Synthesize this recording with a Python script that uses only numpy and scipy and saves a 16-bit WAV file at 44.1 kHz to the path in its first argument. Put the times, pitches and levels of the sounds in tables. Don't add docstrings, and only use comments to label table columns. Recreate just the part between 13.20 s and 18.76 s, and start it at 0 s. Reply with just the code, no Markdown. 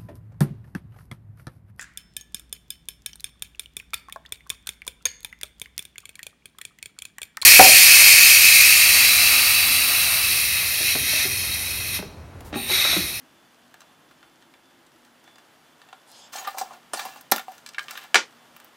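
import sys
import numpy as np
from scipy import signal
from scipy.fft import rfft, irfft, next_fast_len
from scipy.io import wavfile

SR = 44100
rng = np.random.default_rng(int(sys.argv[2]) if len(sys.argv) > 2 else 0)


def put_to_file(sound):
    columns = np.atleast_2d(sound).T
    safe = np.clip(columns, -1, 1)
    whole_steps = np.round(safe * 32767)
    wavfile.write(sys.argv[1], SR, whole_steps.astype(np.int16))


N = 245195


def from_db(db):
    return 10 ** (np.asarray(db) / 20)


def rms_one(x):
    return x / np.sqrt(np.mean(x ** 2) + 1e-20)


def in_time(rows):
    s, *columns = np.transpose(rows)
    t = np.arange(N) / SR
    return np.array([np.interp(t, s, column, left=-150, right=-150) for column in columns])


def high_pass(x, hz, order):
    return signal.sosfilt(signal.butter(order, hz, "high", fs=SR, output="sos"), x)


def low_pass(x, hz):
    return signal.sosfilt(signal.butter(1, hz, fs=SR, output="sos"), x)


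def coloured(spectrum):
    hz, db = np.transpose(spectrum)
    size = next_fast_len(N)
    log_hz = np.log(np.fft.rfftfreq(size, 1 / SR) + 1)
    gain = from_db(np.interp(log_hz, np.log(hz), db))
    return rms_one(irfft(rfft(rng.standard_normal(size)) * gain, size)[:N])


def waver(spread_db, rate_hz):
    step = 40
    warm_up = 2000
    r = np.exp(-2 * np.pi * rate_hz * step / SR)
    noise = rng.standard_normal(N // step + warm_up + 2)
    slow = signal.lfilter([1], [1, -2 * r, r * r], noise)[warm_up:N // step + warm_up + 1]
    return np.repeat(from_db(spread_db * rms_one(slow)), step)[:N]


def ring(force, hz, width_hz):
    r, w = np.exp(-np.pi * width_hz / SR), 2 * np.pi * hz / SR
    return signal.lfilter([0, np.sin(w)], [1, -2 * r * np.cos(w), r * r], force + 1e-18)


def resonant_noise(hz, width_hz):
    return rms_one(ring(ring(rng.standard_normal(N), hz, width_hz), hz, width_hz))


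def grains(per_s, spread_db, count):
    sizes = from_db(spread_db * np.minimum(rng.exponential(1, count), 4))
    signs = rng.choice([-1, 1], count)
    return sizes * signs * (rng.random(count) < per_s / SR)


def air(level_db):
    # (frequency [Hz], relative level per Hz [dB])
    air_spectrum = [(15, -55), (25, -40), (150, -4), (192, -9), (245, -7), (399, -5.5), (725, -2),
                    (1680, -5), (2460, -10.5), (3060, -7.5), (3800, -13), (11300, -21.5), (15200, -22.5),
                    (16500, -49)]
    return from_db(level_db) * waver(0.46, 12) * coloured(air_spectrum)


def rumble(level_db):
    # (frequency [Hz], width [Hz], relative level [dB])
    resonances = [(189, 43, -15), (265.4, 26, -8.5), (330.5, 37, -8.5)]
    far = np.zeros(N)
    for hz, width_hz, db in resonances:
        far += from_db(db) * waver(3.86, 1.46) * rms_one(ring(rng.standard_normal(N), hz, width_hz))
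    return from_db(level_db) * far


def background_tones():
    # (frequency [Hz], width of each resonator pass [Hz], level [dB], flicker spread [dB])
    tones = [(238.7, 4.5, -72, 1.5), (3480, 15, -74.5, 2.5), (4657, 12, -83.5, 2.5)]
    out = np.zeros(N)
    for hz, width_hz, db, flicker_db in tones:
        out += from_db(db) * waver(flicker_db, rate_hz=5) * resonant_noise(hz, width_hz)
    return out


def whine():
    tone_hz, level_db, end_s = 11122, -75.5, 2.82
    throbs_per_s, throb_peak_s = 15.0, 0.265
    t = np.arange(N) / SR
    throb = np.cos(np.pi * throbs_per_s * (t - throb_peak_s)) ** 2
    tone = np.sin(2 * np.pi * tone_hz * t)
    return from_db(level_db) * waver(1.5, 4.0) * (t < end_s) * throb * tone


def background():
    # (time [s], air level [dB], far rumble level [dB])
    levels = [(0, -58, -58), (.7, -58.5, -59.5), (1.3, -59, -60.5), (1.7, -59, -64), (3.0, -57, -64.5),
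              (5.56, -55.5, -63.5)]
    air_db, rumble_db = in_time(levels)
    outdoors = high_pass(air(air_db) + rumble(rumble_db), 55, order=2)
    return outdoors + background_tones() + whine()


def finger_ticks():
    ticks_per_s, click_db = 47, -44.5
    band = signal.butter(2, [1500, 7000], "band", fs=SR, output="sos")
    return from_db(click_db) * signal.sosfilt(band, grains(ticks_per_s, 3.2, count=N) + 1e-18)


def contact_bursts(hit_s, hit_db):
    rattle_s, loose_rattle_s = 0.0038, 0.0081
    loose_from_s, loose_to_s = 3.1, 3.9
    after = np.arange(1300)
    clicks = grains(5000, 2.95, count=len(hit_s) * after.size)
    force = clicks.reshape(len(hit_s), -1) * 0.22
    loose = (hit_s > loose_from_s) & (hit_s < loose_to_s)
    decay_s = np.where(loose, loose_rattle_s, rattle_s)[:, None]
    force *= np.exp(-after / SR / decay_s)
    force[:, 0] = from_db(-7.5)
    force *= from_db(hit_db)[:, None]
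    at = ((hit_s[:, None] * SR).astype(int) + after).ravel()
    return at, force


def body(modes, broad, hit_s, hit_db, slide, mode_db, luck_db):
    at, rattle = contact_bursts(hit_s, hit_db)
    low_hz, high_hz, broad_db = broad
    grit = rms_one(grains(2300, 2.0, count=N) * waver(2.2, 37.3))
    grit *= slide * np.sqrt(2 * (high_hz - low_hz) / SR)
    rings = np.zeros(N)
    for hz, width_hz, db in modes:
        luck = from_db(rng.normal(0, luck_db, (len(hit_s), 1)))
        hits = np.bincount(at, (rattle * luck).ravel(), N)[:N]
        force = hits + grit * waver(luck_db, 17.0)
        rings += from_db(db + mode_db) * ring(force, hz, width_hz)
    rings = high_pass(rings, 0.81 * low_hz, order=2)
    band = signal.butter(3, [low_hz, high_hz], "band", fs=SR, output="sos")
    clatter = signal.sosfilt(band, np.bincount(at, rattle.ravel(), N)[:N] + grit)
    spread = from_db(broad_db) * SR / (2 * (high_hz - low_hz))
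    return rings + spread * clatter


def hardware(s, hit_db, rub):
    # (frequency [Hz], width [Hz], relative level [dB])
    modes = [(4020, 180, -14), (4315, 140, 1), (4910, 240, 3.5), (5440, 130, -5), (5770, 110, -7),
             (6216, 58, -5.5), (6760, 150, -11.5), (7160, 580, -15), (7670, 600, -26)]
    # (low edge [Hz], high edge [Hz], level [dB])
    broad = (4000, 9000, 0)
    return body(modes, broad, s, hit_db, rub * from_db(-0.5), mode_db=-16.5, luck_db=0.5)


def stand(s, hit_db, rub):
    # (frequency [Hz], width [Hz], relative level [dB])
    modes = [(650, 80, -14.5), (770.6, 40, -1), (826, 50, -7.5), (950, 71, -13), (1050, 56, -13)]
    # (low edge [Hz], high edge [Hz], level [dB])
    broad = (610, 1160, -7.5)
    return body(modes, broad, s, hit_db, rub * from_db(-4), mode_db=-6, luck_db=3.5)


def panel(s, hit_db, rub):
    # (frequency [Hz], width [Hz], relative level [dB])
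    modes = [(1212, 48, -5), (1437, 75, 2), (1708, 82, -1), (1822, 78, 0.5), (2065, 35, -11),
             (2304, 270, 3.5), (2702, 61, -6), (3072, 130, -5), (3530, 28.6, -19), (3784, 34, -20)]
    # (low edge [Hz], high edge [Hz], level [dB])
    broad = (1100, 4000, -1)
    return body(modes, broad, s, hit_db, rub * from_db(-6.5), mode_db=-12.5, luck_db=3.5)


def fine_parts(s, hit_db, rub):
    # (frequency [Hz], width [Hz], relative level [dB])
    modes = [(8900, 420, -2), (10900, 460, -4), (13100, 400, 0.7), (15740, 400, 6)]
    # (low edge [Hz], high edge [Hz], level [dB])
    broad = (10570, 16100, 0)
    return body(modes, broad, s, hit_db, rub * from_db(-4), mode_db=-17.5, luck_db=4.0)


def shed(x):
    t60_s, onset_s = 0.15, 0.0036
    t = np.arange(SR // 3) / SR
    tail = rng.standard_normal(t.size) * from_db(-60 * t / t60_s) * np.minimum(t / onset_s, 1)
    tail = low_pass(tail, 7000)
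    return signal.fftconvolve(x, tail / np.sqrt(np.sum(tail ** 2)))[:N]


def lift():
    # (frequency [Hz], width of each pass [Hz], relative level [dB], late start [s], early end [s])
    bands = [(830, 390, -0.5, 0, 0), (3360, 870, 2, 0.046, 0), (4200, 700, -1, 0, .1),
             (5000, 1000, 1, 0, 0.0053), (6560, 600, -2, 0.055, 0.012), (7480, 600, -6, .08, 0.011),
             (9000, 5000, -0.5, 0, 0.066)]
    first_s, swell_s, last_s, release_s, level_db = 2.855, 0.05, 3.07, 0.035, -59.5
    t = np.arange(N) / SR
    rub = np.zeros(N)
    for hz, width_hz, db, late_s, early_s in bands:
        start_s, end_s = first_s + late_s, last_s - early_s
        corners = [start_s, start_s + swell_s, end_s, end_s + release_s]
        swell = np.interp(t, corners, [0, 1, 1, 0])
        rub += from_db(db) * swell * waver(2.0, 8.0) * resonant_noise(hz, width_hz)
    return from_db(level_db) * rub


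def strokes():
    # (start [s], hold [s], panel level [dB], stand over panel [dB], hardware over panel [dB])
    rubs = [(3.116, 0.066, -41.5, 0, -4), (3.186, 0.066, -45, -2, -11), (3.27, 0.021, -45.5, -6, -4.5),
            (3.358, 0.028, -46, 9, 1), (3.433, 0.087, -54.5, 8.5, -7.5), (3.724, 0.051, -45.5, 5.5, 0.5),
            (3.794, 0.065, -47.5, 6, -3), (3.898, 0.059, -53.5, 2, -4.5), (4.126, 0.032, -45, -2, -2),
            (4.26, 0.075, -59, 1, -2.5), (4.59, 0.028, -54, -5, -3.5), (4.675, .09, -46, -7, -8.5),
            (4.771, 0.048, -51, -5, -6)]
    attack_s, fade_db_per_s = 0.02, 252
    t, power = np.arange(N) / SR, np.zeros((3, N))
    for start_s, hold_s, db, stand_db, hardware_db in rubs:
        swell = np.clip((t - start_s) / attack_s, 0, 1) ** 1.5
        past_s = np.maximum(t - start_s - attack_s - hold_s, 0)
        shape = swell * from_db(db - fade_db_per_s * past_s)
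        power += (shape * from_db([[stand_db], [0], [hardware_db]])) ** 2
    return np.sqrt(power)


def pings():
    # (time [s], frequency [Hz], width [Hz], level [dB])
    notes = [(3.155, 772, 37, -29), (3.184, 6720, 21, -34), (3.273, 1205, 28, -22.5), (3.275, 798, 20, -27),
             (3.39, 15100, 8.6, -48), (3.413, 767, 25, -22.5), (3.735, 10850, 9.4, -39),
             (3.735, 8960, 43, -25.5), (3.735, 780, 45, -27), (3.773, 4470, 22, -32.5),
             (4.121, 790, 78, -7), (4.121, 1357, 95, -11.5), (4.121, 1794, 61, -14),
             (4.282, 751, 16.6, -31), (4.582, 1645, 58, -18.5), (4.584, 2190, 150, -20.5),
             (4.775, 12900, 33, -41), (4.958, 1420, 33, -13.5)]
    t = np.arange(SR // 4) / SR
    onset = np.minimum(t / 0.00045, 1)
    out = np.zeros(N)
    for s, hz, width_hz, db in notes:
        note = np.sin(2 * np.pi * hz * t) * np.exp(-np.pi * width_hz * t) * onset
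        out[int(s * SR):int(s * SR) + t.size] += from_db(db) * note
    return out


def bench(rub):
    # (time [s], hit level [dB])
    thuds = [(3.7338, -29), (3.8524, -39.5), (4.12, -17), (4.1613, -26), (4.195, -37), (4.9555, -29.5)]
    # (frequency [Hz], width [Hz], relative level [dB])
    modes = [(243, 107, 5), (327, 107, 1), (490, 105, -8)]
    # (low edge [Hz], high edge [Hz], level [dB])
    broad = (290, 640, -6.5)
    return body(modes, broad, *np.transpose(thuds), rub * from_db(-22), mode_db=-8.5, luck_db=1.0)


def landing_lean():
    landing_s, length_s, landing_db, usual_db = 4.113, 0.012, -15.5, -40
    since_s = np.arange(N) / SR - landing_s
    landing = (since_s > 0) & (since_s < length_s)
    return from_db(np.where(landing, landing_db, usual_db))


def shudder():
    # (time [s], level [dB], time to fall 60 dB [s])
    shudders = [(4.946, -24, 0.096), (4.957, -16, 0.15)]
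    # (frequency [Hz], relative level per Hz [dB])
    spectrum = [(88, -62), (150, -28), (448, -5.5), (689, -20), (745, -8), (1480, -11.5), (1630, -7.5),
                (6510, -14), (16000, -50.5)]
    t = np.arange(N) / SR
    decay = np.zeros(N)
    for s, db, t60_s in shudders:
        decay += (t > s) * from_db(db - 60 * np.abs(t - s) / t60_s)
    return decay * coloured(spectrum)


def handling():
    # (time [s], hardware hit level [dB], stand over hardware [dB], panel over hardware [dB],
    # finest parts over hardware [dB])
    contacts = [(0.5415, -43, -2, 1.5, -2.5), (0.606, -38, -25, -2.5, -9), (0.6167, -41.5, -7, 0, -8),
                (0.9113, -48.5, -8, 2, -6), (1.0286, -53, 6, 7, -14), (1.224, -48, -8, 0, -14),
                (1.3383, -53, 5.5, 10, -1), (1.6651, -43, -17, -17, -15), (1.8492, -46.5, -9, -1.5, -9),
                (2.0407, -46, -16, -8, -6), (2.0766, -50.5, 1, 8, -14), (2.157, -42.5, -5.5, -5, -15),
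                (2.1827, -42.5, -6, 0.5, -6), (2.617, -45, -0.5, 1.5, -15), (2.688, -46.5, -2, 2.5, -15),
                (2.7285, -41.5, 1, 7.5, -17), (2.817, -50, -20, -3, -22), (2.916, -41, -28, -19, -1),
                (3.1591, -23, -11.5, -11.5, -21), (3.246, -43.5, 10, 10, -11), (3.2748, -35, 5.5, 8.5, 8.5),
                (3.3439, -44, 12.5, -7, -10), (3.372, -48.5, 14, -5, -10), (3.3835, -19.5, -17, -11, -0.5),
                (3.412, -26, 3, -11.5, -14), (3.508, -47, 13, -5, -15), (3.534, -45, 0, 4, -14),
                (3.7343, -17.5, -9, -8.5, -14), (3.7726, -28.5, -8, -11, -19), (3.7934, -23, -9, 0, -8),
                (3.8524, -33, 0, -16, 6), (3.96, -45, 9.5, -8, -5), (4.0098, -34, -32, -11, 3),
                (4.1148, -12.5, -15, -11.5, 13.5), (4.1176, -15, -12, -13, 7.5), (4.12, -5, -9, -5, -1),
                (4.1613, -18, -13, -4.5, 2.5), (4.1813, -30, -7, 6, 9), (4.1947, -33.5, -3, 7, 7),
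                (4.2814, -47, 9, 5, -7), (4.3188, -40, -1, -3.5, 4), (4.38, -38, -24, -6, -6),
                (4.4626, -27, -34, -8, -8), (4.4743, -34, -25, -12, -12), (4.4891, -28.5, -30, -6, -10),
                (4.535, -38, -31, -6, -16), (4.5462, -46.5, -13, 16, -9), (4.584, -27.5, -17, 5, -19),
                (4.5926, -26, -30, 5, -11), (4.644, -54.5, 12.5, 3, -8), (4.683, -40, -20, 10.5, -8),
                (4.709, -22.5, -31, -5, -1), (4.7347, -43, -2, 4, -6), (4.7538, -41.5, -1, 11.5, -4),
                (4.775, -33, -32, 9, 5), (4.845, -52, 8.5, 2, 0), (4.9444, -5, -10, 2, -13),
                (4.9556, -7.5, -5.5, 4, -27), (5.3642, -42.5, -5.5, 2.5, 9),
                (5.4005, -39.5, -20.5, -0.5, -1), (5.4454, -46.5, -12, -7, 10.5)]
    s, hardware_db, stand_db, panel_db, fine_db = np.transpose(contacts)
    on_stand, on_panel, on_hardware = strokes()
    struck = bench(on_stand)
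    struck += stand(s, hardware_db + stand_db, on_stand)
    struck += panel(s, hardware_db + panel_db, on_panel)
    struck += hardware(s, hardware_db, on_hardware)
    struck += fine_parts(s, hardware_db + fine_db, on_hardware)
    return struck + finger_ticks() + pings() + lift() + shudder()


def scene():
    # (frequency [Hz], relative level per Hz [dB])
    side_spectrum = [(15, -48), (25, -0.5), (97, -1), (418, 9.5), (636, 11.5), (743, 9.5), (1350, 5),
                     (3000, -6), (5000, -20.5), (6500, -50), (11000, -120)]
    near = high_pass(handling(), 208, order=4)
    mid = near + from_db(-11.5) * shed(near) + background()
    treble = high_pass(near, 5000, order=1)
    side = from_db(-71) * coloured(side_spectrum) - landing_lean() * treble
    return np.array([mid + side, mid - side])


def record(dry):
    error = np.clip(dry, -1, 1) - dry
    clipped = np.clip(dry, -1, 1) - low_pass(error, 150)
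    top_cut = signal.cheby2(12, 60, 16600, fs=SR, output="sos")
    return signal.sosfilt(top_cut, clipped)


dry = scene()
out = record(dry)
put_to_file(out)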